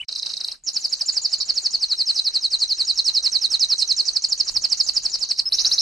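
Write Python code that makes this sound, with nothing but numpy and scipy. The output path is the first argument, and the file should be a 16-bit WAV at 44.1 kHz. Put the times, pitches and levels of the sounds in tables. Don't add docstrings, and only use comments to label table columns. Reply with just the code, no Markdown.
import sys
import numpy as np
from scipy import signal
from scipy.fft import rfft, irfft
from scipy.io import wavfile
from scipy.ndimage import uniform_filter1d

SR = 44100
rng = np.random.default_rng(int(sys.argv[2]) if len(sys.argv) > 2 else 0)


def dump_mix(stems):
    frames = np.atleast_2d(stems).T
    limited = np.clip(frames, -1, 1)
    pcm = np.round(limited * 32767).astype(np.int16)
    wavfile.write(sys.argv[1], SR, pcm)


N = 256220

# (low end [s], low leg level [dB], high leg level [dB], noise share [0-1])
QUICK_TRILL = [(0.0976, -17, -27.5, 0.04), (0.1335, -15.5, -34, 0.5), (0.167, -14, -28, 0.2),
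               (.203, -7, -36, 0.2), (0.2373, -13, -28, 0), (0.2733, -10.5, -27, 0.3),
               (0.308, -6.5, -26, 0), (0.3443, -11.5, -33, 0.66), (0.3819, -12.5, -26, 0.2),
               (0.418, -14, -26, 0.15), (.4532, -11, -29.5, 0.2), (0.492, -15, -29.5, 0.1),
               (0.5296, -21.5, -27.5, 0.11)]
# (low end [s],
# low leg [ms], high leg [ms], low pitch [Hz], low leg level [dB], knee level [dB],
# high leg level [dB], top level [dB], left minus right [dB])
ROLL = [(0.693, 5.7, 20.6, 4740, -8, -15, -19, -18, -6),
        (0.7773, 11.6, 21, 4250, -11.5, -21.5, -26, -21, -2.5),
        (0.8605, 13.6, 25, 4370, -11.5, -23, -30, -20, -1.5),
        (0.9423, 14.6, 14.4, 4290, -12, -22, -29.5, -36, -4.5),
        (1.0244, 12.3, 17, 4300, -12.5, -20, -34, -22, -2.5),
        (1.102, 14.2, 18, 4270, -11, -19.5, -26, -27, -4.5),
        (1.1844, 13.8, 22, 4290, -10, -20.5, -27, -18, -3),
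        (1.2655, 16, 16.6, 4270, -10.5, -21.5, -26, -28, -3),
        (1.347, 16.6, 38, 4230, -10.0, -23, -39, -34, -4),
        (1.435, 22.7, 12, 4250, -18, -12, -36, -39.0, -1),
        (1.5095, 16.2, 20, 4240, -9.5, -23.5, -30, -24, -4),
        (1.5887, 17.7, 15, 4215, -10.5, -26, -24.5, -18, -3.5),
        (1.672, 18.5, 15.6, 4195, -9.5, -25.5, -24, -18.5, -1),
        (1.759, 23.6, 12.0, 4180, -11, -27.5, -26, -30.0, -1.5),
        (1.847, 28.8, 19, 4080, -11, -30, -28, -23, -1.0),
        (1.9378, 38, 15, 3820, -11.5, -31, -31, -22, -0.5),
        (2.0256, 37.3, 19, 3970, -12, -26.5, -26.5, -46, -0.5),
        (2.1136, 36, 19, 3930, -11.5, -23.5, -22, -21, -1),
        (2.2018, 38.3, 18, 3894, -8.5, -24, -25.5, -18.5, -1.5),
        (2.2893, 36.5, 11.5, 3860, -12, -26, -25, -21, -1.5),
        (2.3788, 38.7, 17, 3830, -11.5, -28, -35, -42.0, -1),
        (2.468, 40.6, 15, 3795, -12, -29, -30, -22, -2),
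        (2.5584, 42.5, 11.6, 3810, -11.5, -30, -27.5, -21, -1.5),
        (2.6444, 40, 12, 3820, -10.5, -31, -30, -20, -1),
        (2.7342, 40.3, 14.4, 3990, -12.5, -28.5, -29.5, -17, -2),
        (2.828, 40, 16.6, 3796, -12, -28, -28.5, -19.5, -1.5),
        (2.918, 35, 19, 3800, -11.5, -23, -23, -25, -3.0),
        (3.0061, 33, 16, 3880, -9.5, -36, -28, -17, -2.5),
        (3.099, 34.4, 20, 3870, -11, -23, -20.5, -16, -4.5),
        (3.19, 38.3, 16.6, 3820, -10.5, -21, -22, -20, -3.5),
        (3.2793, 30.8, 20, 3850, -10.5, -23, -20.5, -16, -5),
        (3.3753, 36.7, 19, 3775, -10.5, -29, -18.5, -15, -5.5),
        (3.469, 40.4, 19, 3535, -10.5, -26, -19, -24, -5),
        (3.563, 39.5, 19, 3610, -10.5, -25.5, -19.5, -15, -4.5),
        (3.649, 38.2, 15.2, 3740, -9.5, -20, -20, -8.5, -4),
        (3.7407, 34, 19, 3905, -10, -22.5, -20.5, -17, -3),
        (3.835, 37.5, 16.3, 3920, -10.5, -23.5, -18, -14, -5.5),
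        (3.927, 30.5, 19, 3810, -10, -23, -22.5, -13, -5),
        (4.0133, 26.6, 20.0, 3976, -10.5, -23, -20.5, -13, -4),
        (4.0953, 15.8, 25, 4200, -10.5, -23.5, -33, -26, -5),
        (4.1746, 12.8, 25.5, 4140, -8.5, -20, -32, -15.5, -4),
        (4.253, 10.9, 18.6, 4150, -8, -21.5, -29.5, -13.5, -3.5),
        (4.3348, 11.2, 20.4, 4160, -8.5, -18, -26.5, -16, -4),
        (4.414, 10.6, 24.4, 4160, -7, -18.5, -29.5, -17, -5),
        (4.499, 10.7, 27.5, 4060, -9.5, -23, -23.5, -27, 1),
        (4.577, 12.4, 22.4, 4230, -9, -19.5, -23.5, -19.5, -4.5),
        (4.657, 13, 21.4, 4190, -10, -18, -27, -14.5, -5.5),
        (4.735, 12.7, 20.3, 4250, -8.5, -18.5, -24.5, -14.5, -5.0),
        (4.8156, 13, 12.8, 4160, -7.5, -17, -22, -26, -4.5),
        (4.8983, 11, 20.4, 4160, -9.5, -14.5, -32, -13, -5),
        (4.982, 13.3, 18.4, 4350, -10.5, -16, -23, -20, -4),
        (5.0678, 11.3, 20.3, 4240, -10.5, -20, -27, -17, -3),
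        (5.16, 19, 22.4, 4280, -11, -21.5, -25.5, -18, 2.5),
        (5.242, 20.6, 19.0, 4280, -14, -28, -26.5, -28, -7.5),
        (5.3211, 13.8, 17.3, 4200, -9.5, -25, -23.5, -16, -2.0),
        (5.4016, 11, 19, 4170, -8, -14, -25.5, -36, -3.5)]
# (low end [s], level [dB])
RISES = [(5.5218, -11.5), (5.585, -11.5), (5.647, -10.5), (5.7142, -11), (5.7806, -11)]
# (time [s], pitch [Hz], level [dB])
CHUP = [(0, 2600, -36), (.005, 2800, -28), (.009, 2930, -32), (.014, 2990, -24), (.018, 3000, -28),
        (.021, 3000, -42), (.032, 2950, -39), (.042, 2900, -50)]
# (time [s], pitch [Hz], level [dB])
PIPE = [(5.453, 5220, -38), (5.457, 5190, -21), (5.468, 5130, -16.5), (5.484, 5180, -18.5),
        (5.487, 5300, -23), (5.49, 5550, -19.5), (5.493, 5700, -40)]
# (start [s], length [ms], centre [Hz], level [dB])
LISPS = [(0.635, 31, 6820, -31.5), (0.729, 27, 6800, -26.5), (.8, 20, 7000, -30), (0.891, 23, 6850, -26),
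         (.965, 23, 7300, -35), (1.057, 21.5, 7000, -21.5), (1.12, 32, 6950, -23.5), (1.213, 31, 6900, -23),
         (1.292, 37, 6960, -32), (1.3796, 20, 6950, -27.5), (1.45, 23, 7000, -28), (1.538, 24, 6840, -29.5),
         (1.6165, 22, 6850, -25.5), (1.705, 24, 6930, -29), (2.584, 31, 6570, -27.5),
         (2.744, 20, 6800, -33), (2.844, 22, 6680, -28), (2.935, 21, 6840, -32), (3.589, 21, 6830, -33),
         (3.9604, 24, 7000, -30), (4.049, 29, 7100, -32), (4.2223, 27, 7000, -32), (4.284, 24, 6970, -23.5),
         (4.375, 29, 7000, -31), (4.4457, 19, 6870, -27.5), (4.512, 27, 7000, -32.5),
         (4.61, 24, 6800, -29.5), (4.686, 20, 7250, -33), (4.7706, 24, 6900, -29), (4.829, 35, 6950, -25),
         (4.931, 31, 6900, -26), (5.022, 27, 7000, -29), (5.095, 25, 6900, -28), (5.187, 23, 6960, -28.5)]
# (start [s], length [ms], centre [Hz], width [Hz], level [dB])
NOISE_BURSTS = [(0.181, 22.6, 5000, 1600, -28), (.259, 10.4, 4660, 1200, -25), (0.293, 34, 4660, 1400, -30),
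                (0.368, 9.7, 4700, 1200, -26), (0.681, 26, 4900, 1500, -31), (1.4, 27.6, 4720, 1020, -20.5),
                (2.168, 27.6, 4500, 895, -23.5), (2.973, 17.2, 5350, 450, -18),
                (3.803, 19.5, 4730, 1000, -25), (4.051, 27, 5600, 1400, -25),
                (4.478, 24.2, 4980, 1290, -19.5), (4.769, 22, 6030, 1300, -29),
                (4.866, 24.8, 5500, 900, -25.5), (5.145, 19.8, 4870, 1000, -23),
                (1.703, 25, 5900, 1400, -31.5), (5.388, 6.1, 5300, 800, -22), (5.588, 27, 4930, 1300, -18)]
# (time [s], level against its low leg [dB])
END_PUFF = [(.7, -37.5), (1.2, -33.5), (1.8, -71), (3.6, -46), (4.1, -70), (4.55, -26.5), (4.9, -34),
            (5.4, -34)]
# (pitch [Hz], gain [dB])
THROAT = [(3600, -9.5), (4200, 0), (4700, -2), (5250, 6.5), (5600, -1.5), (6100, -9), (6600, -9),
          (7200, 31)]
# (pitch [Hz], gain [dB])
OPEN_THROAT = [(3600, 0), (7200, 0)]
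# (time [s], level [dB])
TWIN_SWELL = [(1.6, -14), (2.0, 0), (3.8, 0), (4.1, -14), (5.45, -14), (5.55, -4)]
# (frequency [Hz], level [dB])
HISS_COLOUR = [(120, 1.5), (500, 5), (2000, 3), (3050, 7), (3500, 3.5), (3900, 10.5), (7200, 11.5),
               (8500, 21), (8950, -13.5), (9550, 19), (9900, -7), (10600, 13), (11500, 5.5), (12300, 4),
               (12900, -16)]
# (upper limit [Hz], smoothing [ms], power [], level [dB])
HISS_FOLLOW = (3944, 11.6, 0.48, -30), (9000, 8.2, 0.82, -30), (20000, 19, 0.59, -40)
# (time [s], wash [dB], extra for the upper wash [dB],
# hiss under 4 kHz [dB], hiss up to 9 kHz [dB], hiss above [dB])
NOISE_SWELL = [(0, 14, -5, 4, 5.5, 2), (.55, 3, -6, 6.5, 7, 8.5), (.65, -13, 0, -4.5, -7, -18),
               (.69, 3.5, -1, 4.5, 0, 8), (.9, 2, 2, 4.5, 3, 6.5), (1.4, 1.5, 0, 5.5, 0, 1),
               (1.9, -0.5, -0.5, 4, 5, 2), (2.4, -1, 1.5, 4, 4.5, -1), (3.0, 1.5, -1.5, 4, 4, -1),
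               (3.5, -1.5, 1.5, 5.5, 6, -1), (4.1, -1.5, 5.5, 4, 5.5, -1), (4.6, -3.5, 4.5, 5.5, 2.5, 6),
               (5.3, 5.5, -2.5, 5.5, 4.5, 3.5), (5.47, -5.5, -25, 5, 4, 8), (5.6, 8.5, 4, 8.5, -10, 15),
               (5.8, 4.5, 1.5, 7.5, 1, 11)]
# (time [s], level [dB])
WIND = [(0, -55), (.8, -60), (1.45, -52.5), (1.68, -57.5), (2.5, -56.5), (3.25, -49.5), (3.85, -53.5),
        (4.44, -55.5), (4.56, -37), (4.72, -53), (5.0, -46.5), (5.3, -55), (5.55, -48), (5.8, -48)]

QUICK_KNEE_HZ, KNEE_HZ = 4706, 5242
QUICK_LEGS_MS, QUICK_ENDS_HZ = (8.3, 8.2), (3360, 6030)
QUICK_KNEE_DB, QUICK_TOP_DB, QUICK_PAN_DB = -20.5, -1, -0.8
ROLL_TOP_HZ, CLEAR_NOISE, BURST_NOISE = 6123, 0.019, 0.16
RISE_LEGS_MS, RISE_ENDS_HZ = (15, 19), (3737, 6030)
RISE_KNEE_DB, RISE_HIGH_DB, RISE_HOOK_DB = -3.5, -2.5, -7
RISE_PAN_DB, RISE_NOISE = -0.5, 0.079
END_FLICK_HZ = 343
TWIN_ABOVE_HZ, TWIN_DB, TWIN_BAND_HZ = 6150, -38, (10000, 12100)
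TRILL_BAND_HZ = 3650, 7080
END_PUFF_MS, END_PUFF_EARLY_MS, END_PUFF_SCATTER_DB, END_PUFF_TREBLE_DB = 12.5, 8.9, 5, -5
NEAR_ECHO_DB, SIDE_ECHO_S, HELD_ECHO_DB = -47, 0.021, -14
WASH_LATE_MS = 11.6
DIP_S = 0.0594, 0.081
PHONE_DB, TOP_HZ = -0.54, 13770


def undb(db):
    return 10 ** (np.asarray(db) / 20)


def unit(x):
    return x / np.sqrt(np.mean(x ** 2))


def stereo(mid, side):
    return mid + side * np.array([[1], [-1]])


def pan(left_minus_right_db):
    return undb([[left_minus_right_db / 2], [-left_minus_right_db / 2]])


def over_time(table, column=1):
    columns = np.transpose(table)
    return np.interp(np.arange(N) / SR, columns[0], columns[column])


def on_log_hz(table, hz):
    at, db = np.transpose(table)
    return np.interp(np.log(np.maximum(hz, 1)), np.log(at), db)


def band(lo_hz, hi_hz, size=N):
    sos = signal.butter(2, [lo_hz, hi_hz], "bandpass", fs=SR, output="sos")
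    return unit(signal.sosfilt(sos, rng.standard_normal(size)))


def steep(x, lo_hz, hi_hz):
    sos = signal.cheby2(6, 30, [lo_hz / 1.0593, hi_hz * 1.04], "bandpass", fs=SR, output="sos")
    return signal.sosfiltfilt(sos, x)


def loudness(song, swell_ms):
    size = int(swell_ms * SR / 1000)
    power = np.mean(song ** 2, axis=0)
    smooth = uniform_filter1d(uniform_filter1d(power, size), size)
    return np.sqrt(smooth.clip(0))


def puff(s, ms, hz, width_hz, db):
    start, size = int(s * SR), int(ms * SR / 1000)
    gate = signal.windows.tukey(size, .4)
    noise = band(hz - width_hz / 2, hz + width_hz / 2, size=4096)[-size:]
    return slice(start, start + size), gate, undb(db) * gate * noise


def wind():
    gust = undb(over_time(WIND) + 1.4 * band(0.9, 33))
    rumble = 0.5 * band(19, 43.0) + 0.26 * band(32, 178)
    return gust * stereo(rumble, 0.15 * band(22, 95))


def hiss(song, bed_db=-70, side_db=-6.0):
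    hz, out = np.fft.rfftfreq(N, 1 / SR), 0
    colour = undb(on_log_hz(HISS_COLOUR, hz)) * (hz > 90)
    colour = colour / np.sqrt(np.mean(colour ** 2))
    together_db = 0.88 * band(1.3, 7.8)
    follows = []
    for k, (_, ms, power, db) in enumerate(HISS_FOLLOW):
        moving = undb(db + together_db) * loudness(song, ms) ** power
        follows.append(undb(over_time(NOISE_SWELL, 3 + k)) * (moving + undb(bed_db)))
    for centre in 125 * np.sqrt(2) ** np.arange(14):
        octaves_away = abs(np.log2(hz + 1) - np.log2(centre))
        share = np.clip(1 - octaves_away * 2, 0, 1) ** .5
        mid, side = irfft(rfft(rng.standard_normal((2, N))) * colour * share, N)
        follow = follows[sum(centre >= row[0] for row in HISS_FOLLOW)]
        flicker = undb(3.9 * band(2.5, 21.8) - 3.0)
        out = out + follow * flicker * stereo(mid, undb(side_db) * side)
    return out


def wash(song, wash_db=-17, side_db=-5):
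    grains = 0
    for lo_hz, hi_hz, db in [(4040, 4230, -4.0), (3920, 5280, 4.0), (4700, 5960, -15.5), (5720, 6520, -1.5)]:
        mid, side = band(lo_hz, hi_hz), band(lo_hz, hi_hz)
        upper_db = (lo_hz > 4500) * over_time(NOISE_SWELL, 2)
        flicker_db = 3.9 * band(0.99, 57)
        grains = grains + undb(db + upper_db + flicker_db) * stereo(mid, undb(side_db) * side)
    late_song = np.pad(loudness(song, 54), (int(WASH_LATE_MS * SR / 1000), 0))[:N]
    level = undb(wash_db + over_time(NOISE_SWELL, 1))
    return level * late_song * steep(unit(grains), *TRILL_BAND_HZ)


def walls(song, t60_s=0.18, tail_db=-40, near_s=0.0055, side_db=-42, alike=0.069):
    t = np.arange(int(.4 * SR)) / SR
    mono, common = song.mean(axis=0), rng.standard_normal(len(t))
    tail = undb(tail_db) * undb(-60 * t / t60_s) * (t > .003)
    near = undb(NEAR_ECHO_DB) * np.exp(-((t - near_s) / 0.014) ** 2)
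    both = np.sqrt(alike) * common + np.sqrt(1 - alike) * rng.standard_normal((2, len(t)))
    flank = undb(side_db) * np.exp(-((t - SIDE_ECHO_S) / 0.0048) ** 2) * rng.standard_normal(len(t))
    echoes = stereo(both * (tail + near), flank)
    return signal.fftconvolve(mono[None], echoes, axes=1)[:, :N]


def end_puffs(side_db=-8):
    gate = np.zeros(N)
    for row, chance in zip(ROLL, rng.standard_normal(len(ROLL))):
        low_s, low_db = row[0], row[4]
        db = low_db + np.interp(low_s, *np.transpose(END_PUFF)) + END_PUFF_SCATTER_DB * chance
        start, size = int((low_s - END_PUFF_EARLY_MS / 1000) * SR), int(END_PUFF_MS * SR / 1000)
        gate[start:start + size] = undb(db) * np.hanning(size)
    mid, side = (band(320, 2700) + undb(END_PUFF_TREBLE_DB) * band(5900, 8600) for _ in range(2))
    return gate * stereo(mid, undb(side_db) * side)


def lisps(width_hz=450, side_db=-12):
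    out = np.zeros((2, N))
    for s, ms, hz, db in LISPS:
        at, _, mid = puff(s, ms, hz, width_hz, db - 4)
        _, _, side = puff(s, ms, hz, width_hz, db + side_db)
        out[:, at] += stereo(mid, side)
    return out


def croak(start_s=0.02, length_s=0.026, db=-40):
    out, start, size = np.zeros(N), int(start_s * SR), int(length_s * SR)
    out[start:start + size] = undb(db) * np.hanning(size) * band(2210, 2540, size=size)
    return out


def covered(trills, pan_db=-7.5, left_db=-9, side_db=-5):
    kept, noise = np.ones(N), np.zeros((2, N))
    for row in NOISE_BURSTS:
        (at, gate, mid), (_, _, side) = puff(*row), puff(*row)
        kept[at] = undb(left_db * gate)
        noise[:, at] = mid + undb(side_db) * stereo(0, side)
    return kept * trills + noise * pan(pan_db)


def glide(row, knee_hz, way, edge_s, lead, bow):
    low_s, low_ms, high_ms, low_hz, high_hz, low_db, knee_db, high_db, top_db = row
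    knee_s = low_s - way * low_ms / 1000
    high_s = knee_s - way * high_ms / 1000
    leg_s, leg_hz = high_s - knee_s, high_hz - knee_hz
    points = [(low_s + way * edge_s, low_hz - END_FLICK_HZ * (way > 0), low_db - 16.0),
              (low_s - way * edge_s, low_hz + (knee_hz - low_hz) * edge_s / low_ms * 1000, low_db),
              (knee_s + 0.45 * (low_s - knee_s), knee_hz + 0.54 * (low_hz - knee_hz), low_db),
              (knee_s, knee_hz, knee_db),
              (knee_s + 0.27 * leg_s, knee_hz + 0.25 * bow * leg_hz, high_db),
              (knee_s + 0.5965 * leg_s, knee_hz + 0.559 * bow * leg_hz, high_db),
              (high_s, high_hz, top_db),
              (high_s + lead * leg_s, high_hz + 2.88 * lead * leg_hz, top_db)]
    return sorted(points)


def whistle(notes):
    out, twin, flutter, rough = np.zeros((2, N)), np.zeros(N), band(39, 296), band(245, 730)
    for points, throat, pan_db, noise_share in notes:
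        s, hz, db = np.transpose(points)
        at = np.arange(max(int(s[0] * SR), 0), int(s[-1] * SR))
        soft_ends = signal.windows.tukey(len(at), .06)[at < N]
        at = at[at < N]
        pitch = np.interp(at / SR, s, hz)
        phase = 2 * np.pi * np.cumsum(pitch) / SR
        shake = np.sqrt(1 - noise_share) * (1 + 0.08 * flutter[at]) + np.sqrt(noise_share) * rough[at]
        level = undb(np.interp(at / SR, s, db) + on_log_hz(throat, pitch))
        gain = np.sqrt(2) * soft_ends * shake * level
        out[:, at] += gain * np.sin(phase) * pan(pan_db)
        twin[at] += gain * undb(TWIN_DB) * np.sin(phase + 2 * np.pi * TWIN_ABOVE_HZ * at / SR)
    return out, twin


def quick_trill():
    notes = []
    for s, db, high_db, noise_share in QUICK_TRILL:
        row = s, *QUICK_LEGS_MS, *QUICK_ENDS_HZ, db, QUICK_KNEE_DB, high_db, high_db + QUICK_TOP_DB
        notes.append((glide(row, QUICK_KNEE_HZ, 1, .0012, .12, .95), THROAT, QUICK_PAN_DB, noise_share))
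    return notes


def roll():
    notes = []
    for low_s, low_ms, high_ms, low_hz, *levels_db, pan_db in ROLL:
        start_s = low_s - (low_ms + high_ms) / 1000
        has_burst = any(start_s < row[0] < low_s for row in NOISE_BURSTS)
        row = low_s, low_ms, high_ms, low_hz, ROLL_TOP_HZ, *levels_db
        points = glide(row, KNEE_HZ, 0.99, 0.0019, .16, 0.732)
        notes.append((points, THROAT, pan_db, BURST_NOISE if has_burst else CLEAR_NOISE))
    return notes


def rises():
    notes = []
    for s, db in RISES:
        row = (s, *RISE_LEGS_MS, *RISE_ENDS_HZ,
               db, db + RISE_KNEE_DB, db + RISE_HIGH_DB, db + RISE_HOOK_DB)
        notes.append((glide(row, KNEE_HZ, -1, .0012, .15, .55), OPEN_THROAT, RISE_PAN_DB, RISE_NOISE))
    return notes


def canary():
    held, _ = whistle([(CHUP, OPEN_THROAT, -1., 0), (PIPE, OPEN_THROAT, -.5, 0)])
    trills, twin = whistle(quick_trill() + roll() + rises())
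    twin = signal.sosfilt(signal.butter(4, TWIN_BAND_HZ, "bandpass", fs=SR, output="sos"), twin)
    trills = steep(covered(trills), *TRILL_BAND_HZ) + twin * undb(over_time(TWIN_SWELL))
    return held + croak(), trills


def scene():
    held, trills = canary()
    trills = trills + lisps()
    song = trills + held + walls(trills + undb(HELD_ECHO_DB) * held)
    mix = song + wash(trills) + hiss(song - 0.7 * held) + end_puffs() + wind()
    start, stop = DIP_S
    dip_points_s = [start - .012, start + 0.0044, stop - .004, stop + 0.0043]
    dip_db = np.interp(np.arange(N) / SR, dip_points_s, [0.0, -62, -51, -3.0])
    return mix * undb(dip_db)


def record(dry):
    low_pass = signal.ellip(10, .2, 80, TOP_HZ, fs=SR, output="sos")
    return signal.sosfilt(low_pass, undb(PHONE_DB) * dry)


dry = scene()
out = record(dry)
dump_mix(out)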